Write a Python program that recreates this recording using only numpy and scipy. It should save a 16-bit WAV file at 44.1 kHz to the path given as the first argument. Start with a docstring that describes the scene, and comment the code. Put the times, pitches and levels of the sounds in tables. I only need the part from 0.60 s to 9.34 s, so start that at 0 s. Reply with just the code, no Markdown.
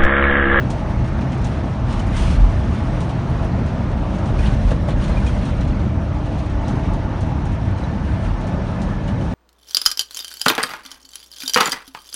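"""Inside a truck cab on a wet highway: filtered noise booms and roars throughout, under wavering sine tones
from engine, tyres and a faint turbo; noise cracks tick in the trim and short sine grains speckle the treble.
A boom swell and a burst of slush pass at about 1.6 s. Near 4 s coarse asphalt growls, bumps swell the boom,
dull thuds come through the floor and metal parts ping as decaying sines.
After 6 s the growl sinks and the tyres sing, a gear whine rises at 7 s, and the growl returns at the end."""
import sys
import numpy as np
from scipy import signal
from scipy.fft import rfft, irfft, next_fast_len
from scipy.io import wavfile
from scipy.ndimage import uniform_filter1d, map_coordinates

SR = 44100
rng = np.random.default_rng(int(sys.argv[2]) if len(sys.argv) > 2 else 0)


def makeup_ratio(level_db):
    """Linear amplitude ratio for a level in decibels (20 dB per factor of ten)."""
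    decades = np.asarray(level_db, float) / 20
    return 10 ** decades


def waveform_to_disk(signal):
    """Save audio, clipped to [-1, 1], as 16-bit WAV at the path in sys.argv[1]."""
    frames = np.transpose(np.atleast_2d(signal))
    scaled = np.clip(frames, -1, 1) * 32767
    samples = np.round(scaled).astype(np.int16)
    wavfile.write(sys.argv[1], SR, samples)


N = 385434

# slush thrown up by the wheels: t/s, spray level/dB
SPRAY_LEVEL = [(0, -49), (.7, -49), (.95, -46), (1.1, -50), (1.49, -45.5), (1.57, -34.5), (1.76, -36.5),
               (1.79, -44.5), (2.2, -45), (2.5, -48), (3.4, -49), (3.74, -47.5), (3.81, -41), (4.2, -45.5),
               (4.65, -41.5), (5.05, -45), (5.3, -49), (5.9, -49.5), (6.1, -44.5), (6.4, -50), (7.3, -48),
               (8.2, -49), (8.74, -47.5)]


def unit(x):
    """Scales x to rms 1."""
    return x / np.sqrt(np.mean(x ** 2) + 1e-20)


def curves(rows):
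    """Draws one value per sample for each column after the time."""
    s, *columns = np.transpose(rows)
    t = np.arange(N) / SR
    return [np.interp(t, s, column) for column in columns]


def wobble(rate):
    """A smooth random curve with rate knots a second."""
    knots = rng.standard_normal(int(N * rate / SR) + 4)
    return map_coordinates(knots, [np.arange(N) * rate / SR])


def coloured(x, spectrum):
    """Filters x by a gain curve of (Hz, dB) points joined on a log frequency axis."""
    m = next_fast_len(N + 8192)
    hz, db = np.transpose(spectrum)
    bins = np.fft.rfftfreq(m, 1 / SR)
    gain = makeup_ratio(np.interp(np.log(bins + 1), np.log(hz + 1), db))
    return irfft(rfft(x, m) * gain, m)[..., :N]


def hiss(spectrum):
    """Smooth coloured noise of rms 1."""
    return unit(coloured(rng.standard_normal(N), spectrum))


def rush(spectrum, patchy_db):
    """Coloured noise of rms 1 whose gain varies in random patches of time and frequency."""
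    z = signal.stft(rng.standard_normal(N), nperseg=512)[2]
    across_bins = uniform_filter1d(rng.standard_normal(z.shape), size=6, axis=0)
    patches = unit(uniform_filter1d(across_bins, size=12, axis=1))
    noise = signal.istft(z * makeup_ratio(patchy_db * patches), nperseg=512)[1][:N]
    return unit(coloured(noise, spectrum))


def tone(rows, waver_hz, flutter_db, rate):
    """A sine on a (s, Hz, rms dB) track, unsteady in pitch and level."""
    hz, db = curves(rows)
    phase = 2 * np.pi * np.cumsum(hz + waver_hz * wobble(rate)) / SR
    return np.sqrt(2) * makeup_ratio(db + flutter_db * wobble(rate)) * np.sin(phase)


def add(track, s, sound):
    """Mixes a short sound in at s seconds."""
    part = track[round(s * SR):][:len(sound)]
    part += sound[:len(part)]


def sine_grains(count=3000):
    """Short sine grains at random times and pitches, weaker toward the treble, louder with the spray."""
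    when, pitch, size, life = rng.random((count, 4)).T
    start = (when * N).astype(int)
    hz = 1100 * (9500 / 1100) ** pitch
    spray_db = np.minimum(curves(SPRAY_LEVEL)[0][start], -41)
    db = spray_db - 8 - 6.5 * np.log2(hz / 2500) + 9 * size
    t = np.arange(SR // 30) / SR
    rise_s = 0.002 + 0.003 * life[:, None]
    envelope = t / rise_s * np.exp(1 - t / rise_s)  # peaks at 1 after rise_s
    grains = makeup_ratio(db)[:, None] * envelope * np.sin(2 * np.pi * hz[:, None] * t)
    places = start[:, None] + np.arange(len(t))
    return np.bincount(places.ravel(), grains.ravel())[:N]


def pings():
    """Small metal parts ring, each a decaying sine with a soft start."""
    # struck parts: t/s, level/dB, f/Hz
    struck = [(1.394, -31, 3000), (1.396, -44, 6600), (1.47, -49, 9400), (2.698, -49, 10000),
              (2.843, -45, 9900), (3.788, -29, 2440), (3.858, -37, 2900), (3.862, -31, 3190),
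              (3.858, -37, 4370), (4.52, -37, 4150), (4.569, -26, 2410), (4.666, -30, 2450),
              (4.676, -32, 3250), (7.237, -36, 3930), (8.48, -36, 2910), (8.61, -39, 3000)]
    t60_s, rise_s = 0.075, 0.0018
    out, t = np.zeros(N), np.arange(SR // 4) / SR
    for s, db, hz in struck:
        envelope = makeup_ratio(db - 60 * t / t60_s) * (1 - np.exp(-t / rise_s))
        add(out, s, envelope * np.sin(2 * np.pi * hz * t))
    return out


def ticks(count=24):
    """Loose trim ticks: a short crack and a burst of noise dying in the cab, coloured by a duller knock."""
    # trim ticks: t/s, burst level/dB, knock level over the burst/dB
    placed = [(.1026, -35, -17), (.612, -47, 8), (.72, -45.5, 7), (.814, -47, -4), (.845, -36.5, -9),
              (1.3259, -42, -5), (1.393, -39.5, -8), (1.4686, -47, -7), (1.5658, -34, -5), (1.7993, -49, 0),
              (1.8981, -50, -10), (2.4054, -39, -18), (2.4943, -44.5, 7), (3.0619, -47, -11),
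              (3.5843, -46, 0), (3.6576, -45, -5), (3.7883, -43, 3), (3.8535, -48.5, 16), (4.106, -41, 7.5),
              (4.2847, -45, 9), (4.305, -47, 9), (4.441, -39, 5), (4.4812, -43, 1), (4.5715, -50, 7),
              (4.6643, -37, -5), (4.7765, -46, -11), (4.8539, -42, 6), (5.0095, -44, 4), (5.1936, -50.5, 9),
              (5.657, -50, 5), (5.7843, -47, 5), (6.0816, -39.5, -8), (6.3345, -45, -1),
              (6.6079, -41.5, -3), (6.8538, -43, -11.5), (7.8082, -48, 6), (7.8695, -45, -5),
              (8.2177, -39.5, -8), (8.4791, -43, 6.5), (8.6103, -48, 3)]
    # colour of crack and burst: f/Hz, relative gain/dB
    snap_colour = [(400, -23.5), (1500, -10), (3000, 3.5), (5000, 2.5), (7000, 2.5), (9500, -3.5),
                   (12000, -12.5)]
    # colour of the knock: f/Hz, relative gain/dB
    knock_colour = [(700, -42.5), (1500, 6), (3000, 4), (4300, 1), (6000, -38)]
    t60_s, rise_s = 0.12, 0.0033
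    crack_t60_s, crack_db = 0.0083, 4  # crack level is over the burst
    snap, knock, t = np.zeros(N), np.zeros(N), np.arange(SR // 4) / SR
    when, size, dull = rng.random((count, 3)).T
    faint_db = -50.5 - 4 * (2 * size - 1)
    faint = zip(when * N / SR, faint_db, 16 * dull - 6)  # small ticks that fall by chance
    fade = makeup_ratio(-60 * t / t60_s) * (1 - np.exp(-t / rise_s))
    crack = makeup_ratio(crack_db - 60 * t / crack_t60_s)
    for s, db, knock_db in [*placed, *faint]:
        add(snap, s, makeup_ratio(db) * (fade + crack))
        add(knock, s, makeup_ratio(db + knock_db) * fade)
    return snap * hiss(snap_colour) + knock * hiss(knock_colour)


def thuds():
    """Blows from the road: a firm push, a fast-dying sine, with a dull noise burst through the floor."""
    # blows: t/s, level/dB, burst t60/s
    hits = [(4.1145, -17.5, .06), (4.286, -20, .09), (4.4945, -19.5, .045), (7.23, -28, .05)]
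    # colour of the burst: f/Hz, relative gain/dB
    dull_colour = [(250, -22), (450, 4), (600, -2), (1000, -8.5), (1800, -16), (2500, -37)]
    blows, t = np.zeros(N), np.arange(SR // 4) / SR
    noise = hiss(dull_colour)
    push = 1.6 * makeup_ratio(-60 * t / 0.02) * np.sin(2 * np.pi * 620 * t)  # t60 0.02 s
    for s, db, t60_s in hits:
        fade = makeup_ratio(-60 * t / t60_s) * (1 - np.exp(-t / 0.0017))
        burst = fade * noise[round(s * SR):][:len(t)]
        add(blows, s, makeup_ratio(db) * (push + burst))
    return blows


def engine_and_tyre_tones():
    """Unsteady sines: two low engine tones, tyre tread hum and song, gear whine and turbo whistle."""
    # lower engine tone: t/s, f/Hz, level/dB
    low_tone = [(0, 126, -28), (1.2, 124, -28.5), (1.7, 123, -36), (2.3, 124, -26), (3, 124, -29),
                (3.5, 124, -42), (8.74, 126, -42)]
    # upper engine tone: t/s, f/Hz, level/dB
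    upper_tone = [(0, 193, -41), (2.6, 193, -42), (3.2, 193, -35), (3.7, 192, -41), (5.5, 192, -43),
                  (5.9, 191, -34), (6.3, 191, -43), (7.7, 192, -38), (8.3, 191, -31), (8.74, 191, -36)]
    # tread hum: t/s, f/Hz, level/dB
    tread = [(0, 304, -43), (1.7, 304, -44), (2.5, 305, -39), (3, 304, -43), (5.05, 301, -42),
             (5.3, 300, -35), (6.2, 297, -34), (6.7, 297, -43), (8, 299, -43), (8.4, 299, -39),
             (8.74, 299, -41)]
    # tyre song, strongest on a smoother stretch: t/s, f/Hz, level/dB
    song = [(0, 870, -48), (2.6, 880, -49), (3.4, 880, -56), (5.8, 880, -56), (6.1, 875, -41),
            (6.8, 885, -43), (7.2, 900, -47), (8.74, 900, -47)]
    # gear whine: t/s, f/Hz, level/dB
    gear = [(0, 1735, -60), (6.8, 1750, -59), (7.05, 1765, -51), (7.6, 1750, -50.5), (8.74, 1742, -52)]
    # turbo whistle that fades in and out: t/s, f/Hz, level/dB
    turbo = [(0, 8450, -73), (1, 8660, -73), (1.15, 8480, -73), (1.3, 8300, -88), (1.9, 8250, -80),
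             (2.2, 8560, -69), (2.9, 8660, -73), (3.4, 8420, -73), (3.8, 8250, -75), (4, 8200, -90),
             (6.1, 8700, -90), (6.3, 8950, -77), (6.55, 9300, -73), (6.75, 9550, -73), (7, 8920, -72),
             (7.25, 8830, -73), (7.6, 8850, -70), (8.74, 8670, -73)]
    engine_tones = tone(low_tone, waver_hz=2.2, flutter_db=2.5, rate=10)
    engine_tones += tone(upper_tone, waver_hz=1.5, flutter_db=1.0, rate=5)
    tyres = tone(tread, waver_hz=3, flutter_db=2, rate=12)
    tyres += tone(song, waver_hz=45, flutter_db=3, rate=90)
    whine = tone(gear, waver_hz=16, flutter_db=0.5, rate=25)
    whistle = makeup_ratio(2.5 * wobble(5.5)) * tone(turbo, waver_hz=18, flutter_db=2, rate=45)
    return engine_tones + tyres + whine + whistle


def spray():
    """Slush hisses on the arches in clumps with single droplets; heavier spray is brighter and more even."""
    # colour of the slush: f/Hz, relative gain/dB
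    slush_colour = [(400, -34.5), (900, 3), (1500, -6), (2760, -4), (6650, -17), (9500, -20.5),
                    (12000, -33.5)]
    # colour of the bright fizz: f/Hz, relative gain/dB
    fizz_colour = [(500, -29.5), (900, 10), (2000, 4), (3500, 3.5), (5500, 0), (8500, -1), (12000, -5)]
    light_db, steady_db = -45, -32.5  # clumps close up into a wash between these levels
    mean_db = curves(SPRAY_LEVEL)[0]
    uneven = np.clip((steady_db - mean_db) / (steady_db - light_db), 0, 1)
    spray_db = mean_db + uneven * 1.4 * wobble(9)
    clumps = makeup_ratio(uneven * 2.0 * wobble(20) + 1.5 * wobble(45))
    falls = rng.random(N) < 600 / SR  # about 600 droplets a second
    droplets = falls * makeup_ratio(4 * rng.standard_normal(N))
    slush = unit(clumps * rush(slush_colour, patchy_db=0.6))
    slush += 0.28 * unit(coloured(droplets, slush_colour))
    fizz_gain = makeup_ratio(2 * spray_db + 32)  # rises 2 dB for each dB of spray
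    return makeup_ratio(spray_db) * slush + fizz_gain * clumps * hiss(fizz_colour)


def road():
    """Rough road booms the cab air and panels, drones in the floor, roars in the tyres and growls on asphalt."""
    # road noise: t/s, tyre roar level/dB, floor drone level/dB, coarse asphalt growl level/dB
    road_levels = [(0, -31, -24, -41), (1, -31, -23, -50), (2, -31, -23, -48), (2.7, -30.5, -23.5, -51),
                   (3.3, -32.5, -24, -39), (3.8, -30.5, -22, -39.5), (4.2, -33, -22.5, -37.5),
                   (4.6, -32, -22, -39), (5.2, -33, -24.5, -39.5), (5.8, -33.5, -27.5, -40.5),
                   (6.2, -30.5, -24, -56), (6.8, -32.5, -24, -46), (7.5, -32, -25.5, -47.5),
                   (8.2, -31.5, -24, -38.5), (8.74, -32.5, -23, -39)]
    # how hard the road surface shakes the cab: t/s, air boom level/dB
    rough = [(0, -27), (.5, -27), (1.1, -27.5), (1.5, -18), (1.85, -18), (2.05, -28.5), (2.7, -27),
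             (3.7, -25.5), (3.95, -23.5), (4.4, -18.5), (4.85, -24.5), (5.1, -18.5), (5.45, -25),
             (6.4, -23.5), (6.9, -29.5), (7.5, -26.5), (8.2, -28), (8.74, -28.5)]
    # single bumps that swell the air boom: t/s, swell/dB
    bumps = [(3.82, 11), (4.06, 8.5), (4.36, 0)]
    # colours of air boom, panel boom, drone, roar and growl, each: f/Hz, relative gain/dB
    boom_colour = [(15, -52), (22, -23), (31, -7.5), (42, 7.5), (50, -0.5), (58, -6), (70, -27.5),
                   (120, -120)]
    panel_colour = [(35, -120), (50, -22), (60, -1.5), (71, 0), (85, -6), (97, -2.5), (112, -10),
                    (170, -16), (290, -120)]
    drone_colour = [(59, -34), (100, 0), (199, -2.5), (269, -7.5), (304, -13), (349, -17), (420, -25.5),
                    (550, -49), (920, -120)]
    roar_colour = [(190, -32), (330, -0.5), (423, -6.5), (560, -4), (600, -4.5), (655, 1), (700, -5),
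                   (760, -5.5), (840, -4.5), (900, -6), (1020, -9), (1180, -10.5), (1740, -16.5),
                   (3700, -30), (6000, -35), (9000, -54), (12000, -56.5)]
    growl_colour = [(300, -59.5), (420, -9), (520, -2.5), (590, 1), (680, -18.5), (900, -59.5)]
    roar_db, drone_db, growl_db = curves(road_levels)
    rough_db = curves(rough)[0]
    t = np.arange(N) / SR
    swell_db = sum(db * np.exp(-((t - s) / 0.091) ** 2) for s, db in bumps)  # half width 0.091 s
    # the panels follow half of the swing of the air boom
    panel_db = -22.5 + 0.5 * (rough_db - rough_db.mean()) + 1.5 * wobble(4.4)
    air = makeup_ratio(rough_db + swell_db + 1.9 * wobble(6)) * hiss(boom_colour)
    panels = makeup_ratio(panel_db) * hiss(panel_colour)
    drone = makeup_ratio(drone_db + 1.26 * wobble(6.4)) * hiss(drone_colour)
    roar = makeup_ratio(roar_db + 0.44 * wobble(3.15)) * rush(roar_colour, patchy_db=1.32)
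    growl = makeup_ratio(growl_db) * hiss(growl_colour)
    return air + panels + drone + roar + growl


def scene():
    """Sums all sources as heard from the dashboard, in one channel."""
    details = sine_grains() + pings() + ticks() + thuds()
    return (details + engine_and_tyre_tones() + spray() + road())[None]


def low_pass(x):
    """Removes everything above the highest recorded frequency."""
    return signal.sosfilt(signal.butter(12, 10860, fs=SR, output="sos"), x)


def record(dry):
    """A phone microphone dips twice in the treble; a steep filter closes the band above 10 kHz."""
    # microphone response, then the steep filter above 10 kHz: f/Hz, gain/dB
    response = [(4000, 0), (4900, -2), (5800, 0.5), (6900, -1.5), (7700, -5), (8600, -1), (9800, -1.5),
                (10250, -8), (10550, -20.5), (10800, -61.5)]
    mix = coloured(dry, response)
    return low_pass(mix)


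dry = scene()
out = record(dry)
waveform_to_disk(out)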